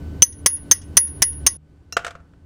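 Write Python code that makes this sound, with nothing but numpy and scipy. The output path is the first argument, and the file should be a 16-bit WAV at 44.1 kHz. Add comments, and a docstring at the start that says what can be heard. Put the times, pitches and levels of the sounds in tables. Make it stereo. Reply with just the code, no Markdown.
"""Hammer on a horseshoe, then a dropped tool

Six hammer blows ring a steel horseshoe close by, outdoors: noise cracks and damped modes, echoed by a building.
Gain control ducks each blow too late to prevent clipping. A distant engine hums as two harmonics under faint whines
and a noise rumble. An abrupt cut leads to a quieter stretch, where a steel tool clinks as damped modes, then drops
and clatters to rest in knocks of noise and modes with a diffuse tail."""
import sys
import numpy as np
from scipy import signal
from scipy.fft import rfft, irfft
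from scipy.io import wavfile
from scipy.ndimage import map_coordinates

SR = 44100
rng = np.random.default_rng(int(sys.argv[2]) if len(sys.argv) > 2 else 0)


def transcribe(u):
    """Save the signal u as a 16-bit wav file named by the first command-line argument.

    u: samples, shape (n,) or (channels, n), limited to [-1, 1]; the rate is SR.
    q: integer samples, one column per channel.
    """
    v = np.clip(np.atleast_2d(u).T, -1, 1)
    q = np.round(v * 32767).astype(np.int16)
    wavfile.write(sys.argv[1], SR, q)


N = 108045
CUT_S, CUT_FADE_S = 1.568, 0.0052


def amp(db):
    """Logarithmic level: decibels to linear gain."""
    return 10 ** (np.asarray(db) / 20)


def unit(x):
    """Power normalization: scales a signal to rms 1."""
    return x / np.sqrt(np.mean(x ** 2) + 1e-20)


def along(points, hz):
    """Logarithmic frequency scale: reads (Hz, value) points by interpolation in log frequency."""
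    point_hz, values = np.transpose(points)
    return np.interp(np.log(hz + 1), np.log(point_hz + 1), values)


def curve(rows):
    """Linear interpolation in time: (s, value) points to one value per sample."""
    return np.interp(np.arange(N) / SR, *np.transpose(rows))


def wobble(rate):
    """Band-limited fluctuation: a smooth curve through random knots, rate of them per second."""
    knots = rng.standard_normal(int(N * rate / SR) + 4)
    return map_coordinates(knots, [np.arange(N) * rate / SR])


def pan(db):
    """Interaural level difference: gains whose left minus right is db."""
    return amp(np.array([[db], [-db]]) / 2)


def add(track, s, sound):
    """Superposition: mixes a sound into the track at time s."""
    start = round(s * SR)
    track[:, start:start + sound.shape[1]] += sound[:, :N - start]


def noise(spectrum, alike, size, tilt_db=0):
    """Spectral shaping: coloured stereo noise of rms 1; alike is the left-right correlation."""
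    hz = np.fft.rfftfreq(size, 1 / SR)
    tilt = tilt_db * np.log2((hz + 1) / 1000)
    colour = amp(along(spectrum, hz) + tilt)
    mid, side = irfft(rfft(rng.standard_normal((2, size))) * colour, size)
    # The mid-side angle sets the correlation
    turn = np.arccos(np.clip(alike, -1, 1)) / 2
    return unit(np.cos(turn) * mid + np.sin(turn) * np.array([side, -side]))


def fall(t, t60):
    """Exponential damping: 60 dB lost in t60 seconds."""
    return np.exp(-np.log(1000) * t / t60)


def diffuse(sound, decays):
    """Reverberation: convolution with a fresh noise tail of energy 1 whose bands decay at their own rates."""
    hz, t, bands = signal.stft(rng.standard_normal((2, SR // 2)), SR, nperseg=128)
    band_t60 = along(decays, hz)[:, None]
    tail = signal.istft(bands * fall(t, band_t60), SR, nperseg=128)[1]
    return signal.fftconvolve(sound, tail / np.linalg.norm(tail[0]), axes=1)


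def before_cut():
    """Gating: 1 until the abrupt cut, 0 after it, with a short linear fade."""
    return np.clip((CUT_S - np.arange(N) / SR) / CUT_FADE_S + .5, 0, 1)


# Firing rate of the engine: start_s [s], pitch_hz [Hz]
ENGINE_PITCH = [(0.0, 76.9), (0.27, 76.3), (0.45, 84.47), (0.74, 81.24), (1.28, 73.8), (1.55, 73.33),
                (1.66, 77.92), (2.2, 80.66), (2.45, 81.54)]
# Base level of the engine hum: start_s [s], level_db [dB]
HUM_LEVEL = [(0, -32.5), (.17, -32.5), (.3, -37), (.9, -36.5), (1.2, -31.5), (1.4, -26.5), (1.55, -35),
             (1.59, -41), (1.7, -52), (2.45, -53.5)]
SECOND_LOUD_DB, SECOND_QUIET_DB, HUM_WAVER_DB = -10, -2.5, 1.5  # second harmonic before and after the cut


def engine_hum():
    """Harmonic series: the firing rate and its second harmonic, each wavering in level."""
    phase = 2 * np.pi * np.cumsum(curve(ENGINE_PITCH)) / SR
    second_db = SECOND_QUIET_DB + (SECOND_LOUD_DB - SECOND_QUIET_DB) * before_cut()
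    first = amp(HUM_WAVER_DB * wobble(14)) * np.sin(phase)
    second = amp(second_db + HUM_WAVER_DB * wobble(11)) * np.sin(2 * phase)
    return amp(curve(HUM_LEVEL)) * (first + second)


# Centre pitch of each faint tone: pitch_hz [Hz]
WHINE_PITCH = [284, 1510, 3020, 4530, 12080]
# Level of each tone: level_db before the cut [dB], level_db after it [dB]
WHINE_LEVELS = [(-43, -59.5), (-58.5, -76), (-68, -86.5), (-73.5, -87), (-73, -105)]
WHINE_DRIFT_HZ = 3


def faint_whines():
    """Frequency modulation: sinusoids that drift slightly in pitch and step down at the cut."""
    early = before_cut()
    out = np.zeros(N)
    for hz, (early_db, late_db) in zip(WHINE_PITCH, WHINE_LEVELS):
        level_db = late_db + (early_db - late_db) * early
        drifting_hz = hz + WHINE_DRIFT_HZ * wobble(6.6)
        out += amp(level_db) * np.sin(2 * np.pi * np.cumsum(drifting_hz) / SR)
    return out


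# Relative spectrum of the outdoor rumble before the cut: pitch_hz [Hz], level_db [dB]
AIR_BEFORE = [(20, -16), (50, -13.5), (80, -0.5), (110, -11.5), (200, -16), (320, -18), (640, -31),
              (1500, -42), (3000, -48), (8000, -55.5), (15000, -63)]
# Relative spectrum of the outdoor rumble after the cut: pitch_hz [Hz], level_db [dB]
AIR_AFTER = [(20, -21), (50, -10.5), (75, -2), (120, -12.5), (190, -18), (350, -22.5), (600, -31.5),
             (1500, -40.5), (4000, -50), (9000, -56), (15000, -69)]
AIR_LOUD_DB, AIR_QUIET_DB = -33, -50
AIR_ALIKE = .5  # left-right correlation


def outdoor_rumble():
    """Broadband noise: two partly correlated stereo spectra that change over at the cut."""
    early = before_cut()
    loud = amp(AIR_LOUD_DB) * noise(AIR_BEFORE, AIR_ALIKE, size=N)
    quiet = amp(AIR_QUIET_DB) * noise(AIR_AFTER, AIR_ALIKE, size=N)
    return early * loud + (1 - early) * quiet


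BACKGROUND_PAN_DB = -4.5  # left minus right


def background():
    """Superposition: hum, whines and rumble share one left-right level difference."""
    return pan(BACKGROUND_PAN_DB) * (engine_hum() + faint_whines() + outdoor_rumble())


# Relative spectrum of steel-contact noise: pitch_hz [Hz], level_db [dB]
CRACK_SPECTRUM = [(100, -9), (300, -9), (700, -21.5), (1080, -5.5), (1400, -10.5), (1920, 0.5),
                  (2400, -13.5), (2900, -9), (4100, -11.5), (5600, 8), (6800, -4.5), (9000, -5.5),
                  (12000, -11.5), (16000, -22.5)]
CRACK_T60_S, CRACK_ALIKE = 0.038, .4  # decay, left-right correlation


def crack_noise(t, tilt_db=0):
    """Impulsive excitation: a contact's coloured noise under exponential damping."""
    return noise(CRACK_SPECTRUM, CRACK_ALIKE, size=len(t), tilt_db=tilt_db) * fall(t, CRACK_T60_S)


MODE_SCATTER_DB = 1.5
PORT_SCATTER_RAD = .5  # random phase at each of the two microphone ports


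def ring(modes, t):
    """Modal superposition: damped sinusoids in stereo, at fresh levels for each contact."""
    out = np.zeros((2, len(t)))
    for hz, db, t60 in modes:
        phase = 2 * np.pi * hz * t + PORT_SCATTER_RAD * rng.standard_normal((2, 1))
        level_db = db + MODE_SCATTER_DB * rng.standard_normal()
        out += amp(level_db) * np.sin(phase) * fall(t, t60)
    return out


# Upper modes of the struck steel: pitch_hz [Hz]
STEEL_PITCH = [6058, 6353, 9188, 10423, 12096]
# Ring of each mode: t60_s before the blow's ring factor [s], left minus right [dB], waver_db [dB]
STEEL_RING = [(.036, 0, 1), (.036, 2, 1), (.033, -6, 1), (.25, -5, 3), (.07, 0, 2)]
PORT_LAG_S = 2e-5  # the left port hears the steel first
WAVER_PER_S, WAVER_ONSET_S = 35, .14  # the ring wavers more as it fades
SWAY_RAD, SWAY_PER_S = .9, 25  # the steel moves, so its ring drifts in phase at each port


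def steel_clang(t, modes_db, ring_factor):
    """Modal vibration: damped steel modes, drifting in phase and wavering in level as they fade."""
    out = np.zeros((2, len(t)))
    fading = np.minimum(t / WAVER_ONSET_S, 1)
    port_time = t + PORT_LAG_S * np.array([[1], [0]])
    for hz, (t60, pan_db, waver_db), db in zip(STEEL_PITCH, STEEL_RING, modes_db):
        phase = 2 * np.pi * hz * port_time + PORT_SCATTER_RAD * rng.standard_normal((2, 1))
        sway = np.array([wobble(SWAY_PER_S), wobble(SWAY_PER_S)])[:, :len(t)]
        phase += SWAY_RAD * fading * sway
        waver = waver_db * wobble(WAVER_PER_S)[:len(t)] * fading
        out += amp(db + waver) * pan(pan_db) * np.sin(phase) * fall(t, t60 * ring_factor)
    return out


# Hammer blows: start_s [s], crack level_db [dB], crack tilt [dB per octave], ring factor [ratio],
# then the level_db of each of the five steel modes [dB], which depend on where the hammer lands
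HAMMER_BLOWS = [(0.2215, 9.6, 0.0016, 1.165, 28.6, 23.6, 22.7, -8.5, 1),
                (0.4610, 13.5, 0, 0.89, 13.5, 20, 19.1, 9.5, -1),
                (0.7128, 15.04, 0.0027, 1.02, 19.3, 24.9, 14.8, -9.5, -3),
                (0.9698, 15.04, 0.0065, 1.05, 19.8, 12.7, 20.9, 4, -4),
                (1.2210, 14.76, 0.0029, 0.97, 15.7, 10, 20.5, 5, -11.5),
                (1.4650, 14.3, 0.0041, 1.18, 11.2, 17.3, 23.2, -6.5, -15)]
# Lower modes of the steel under the hammer: pitch_hz [Hz], level_db over the crack [dB], t60_s [s]
STEEL_BODY = [(1093, -9, 0.021), (1912, -27, 0.089), (2004, -30, .1), (2887, -8.5, 0.017),
              (3281, -13.5, 0.021), (3493, -12, .025)]
# Decay of the yard's tail: pitch_hz [Hz], t60_s [s]
YARD_DECAY = [(200, .25), (2000, 0.23), (6000, .17), (12000, 0.088)]
# Echoes from the walls: delay_s [s], level_db [dB]
WALL_ECHOES = [(.102, -47), (0.165, -67.5)]
# Decay of each wall echo: pitch_hz [Hz], t60_s [s]
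WALL_DECAY = [(200, .1), (2000, 0.21), (6000, 0.062), (12000, .08)]
YARD_DB = -28
RING_TO_YARD_DB = -5.5  # the ring carries less far than the crack
ECHO_TOP_HZ = 8100  # the walls return less treble


def hammer():
    """Impact and reflection: crack and steel modes, answered by diffuse yard sound and delayed wall echoes."""
    out, t = np.zeros((2, N)), np.arange(SR // 2) / SR
    dull = signal.butter(2, ECHO_TOP_HZ, fs=SR, output="sos")
    for s, crack_db, tilt_db, ring_factor, *modes_db in HAMMER_BLOWS:
        impact = amp(crack_db) * (crack_noise(t, tilt_db) + ring(STEEL_BODY, t))
        clang = steel_clang(t, modes_db, ring_factor)
        add(out, s, impact + clang)
        far = impact + amp(RING_TO_YARD_DB) * clang
        add(out, s, amp(YARD_DB) * diffuse(far, YARD_DECAY))
        for delay, db in WALL_ECHOES:
            add(out, s + delay, amp(db) * diffuse(signal.sosfilt(dull, far), WALL_DECAY))
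    return out * before_cut()


# Modes of the clinking tool: pitch_hz [Hz], level_db [dB], t60_s [s]
TOOL_MODES = [(2750, -3, 0.071), (4050, -4.5, 0.073), (5330, 3, 0.041), (5650, -2, .05),
              (5860, -0.5, 0.082), (6500, -6, 0.12), (9700, -37.5, .04), (12900, -17, 0.065)]
CLINK_S, CLINK_DB, CLINK_PAN_DB = 1.9245, -30.5, -8
CLINK_TICK_DB = -3  # contact noise, before the clink level


def tool_clink(t):
    """Free vibration: the tool's damped modes after a brief tick of contact noise."""
    tick = amp(CLINK_TICK_DB) * crack_noise(t)
    return amp(CLINK_DB) * pan(CLINK_PAN_DB) * (ring(TOOL_MODES, t) + tick)


# Relative spectrum of the knock noise: pitch_hz [Hz], level_db [dB]
KNOCK_SPECTRUM = [(100, -10), (300, -44.5), (480, 3), (690, -2.5), (870, -8), (1350, 1), (1850, -3.5),
                  (2600, -7.5), (4500, -15), (7200, -17), (10000, -30.5), (15500, -44.5)]
# Modes of what the tool lands on: pitch_hz [Hz], level_db over the knock [dB], t60_s [s]
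LANDING_MODES = [(484, -12, 0.059), (684.5, -11, 0.089), (1246, -31, 0.21), (1343, -4, 0.025),
                 (1410, 0, 0.023), (1810, -13.5, 0.068), (2690, -27, 0.16)]
KNOCK_T60_S, KNOCK_ALIKE, KNOCK_ATTACK_S = 0.039, 0.63, 0.00044  # decay, correlation, rise time constant


def landing_knock(t, db, pan_db, tilt_db):
    """Impact excitation: a noise thud sounds with the landing's modes under a short exponential rise."""
    thud = noise(KNOCK_SPECTRUM, KNOCK_ALIKE, size=len(t), tilt_db=tilt_db) * fall(t, KNOCK_T60_S)
    rise = 1 - np.exp(-t / KNOCK_ATTACK_S)
    return amp(db) * pan(pan_db) * (thud + ring(LANDING_MODES, t)) * rise


# Knocks of the tool: start_s [s], level_db [dB], left minus right [dB], treble tilt [dB per octave]
TOOL_KNOCKS = [(1.9263, -33, -3, -6), (1.9674, -10.5, -2, 0.5), (1.9919, -31, 6, -1),
               (2.0467, -22, -2, 1.5), (2.0655, -23, -8.5, 1), (2.0786, -27, 0, 0), (2.107, -34.5, -8, 1),
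               (2.152, -35, -1, -2.5), (2.202, -50.5, -6.5, -3), (2.335, -54, -1.5, -2.5)]
# Decay of the tail after each knock: pitch_hz [Hz], t60_s [s]
KNOCK_DECAY = [(400, 0.52), (1300, 0.41), (4000, 0.24), (12000, 0.23)]
KNOCK_TAIL_DB = -14  # relative to the knock


def dropped_tool():
    """Successive impacts: a light ringing clink, then dull knocks, each with a diffuse tail."""
    out, t = np.zeros((2, N)), np.arange(SR // 3) / SR
    add(out, CLINK_S, tool_clink(t))
    for s, db, pan_db, tilt_db in TOOL_KNOCKS:
        knock = landing_knock(t, db, pan_db, tilt_db)
        add(out, s, knock)
        add(out, s, amp(KNOCK_TAIL_DB) * diffuse(knock, KNOCK_DECAY))
    return out


def scene():
    """Linear superposition: all sources add at the microphone."""
    return background() + hammer() + dropped_tool()


DUCK_FROM_DB, DUCK_SHARE = -3, 0.41  # threshold, share of the excess dB that is taken away
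DUCK_ATTACK_S, RECOVER_DB_PER_S = .003, 57
CLIP_LEVEL, TOP_HZ = 0.91, 15800


def record(dry):
    """Dynamic compression: lagging gain control ducks too late, so blows clip; a low-pass limits the band."""
    peak_db = 20 * np.log10(np.abs(dry).max(axis=0) + 1e-9)
    over_db = DUCK_SHARE * np.maximum(peak_db - DUCK_FROM_DB, 0)
    # The running maximum on a slope holds each peak, then recovers linearly in dB
    recovery = RECOVER_DB_PER_S * np.arange(N) / SR
    held_db = np.maximum.accumulate(over_db + recovery) - recovery
    keep = np.exp(-1 / (DUCK_ATTACK_S * SR))
    duck_db = signal.lfilter([1 - keep], [1, -keep], held_db)
    clipped = np.clip(dry * amp(-duck_db), -CLIP_LEVEL, CLIP_LEVEL)
    band_limit = signal.ellip(10, .1, 80, TOP_HZ, fs=SR, output="sos")
    return signal.sosfilt(band_limit, clipped)


dry = scene()
out = record(dry)
transcribe(out)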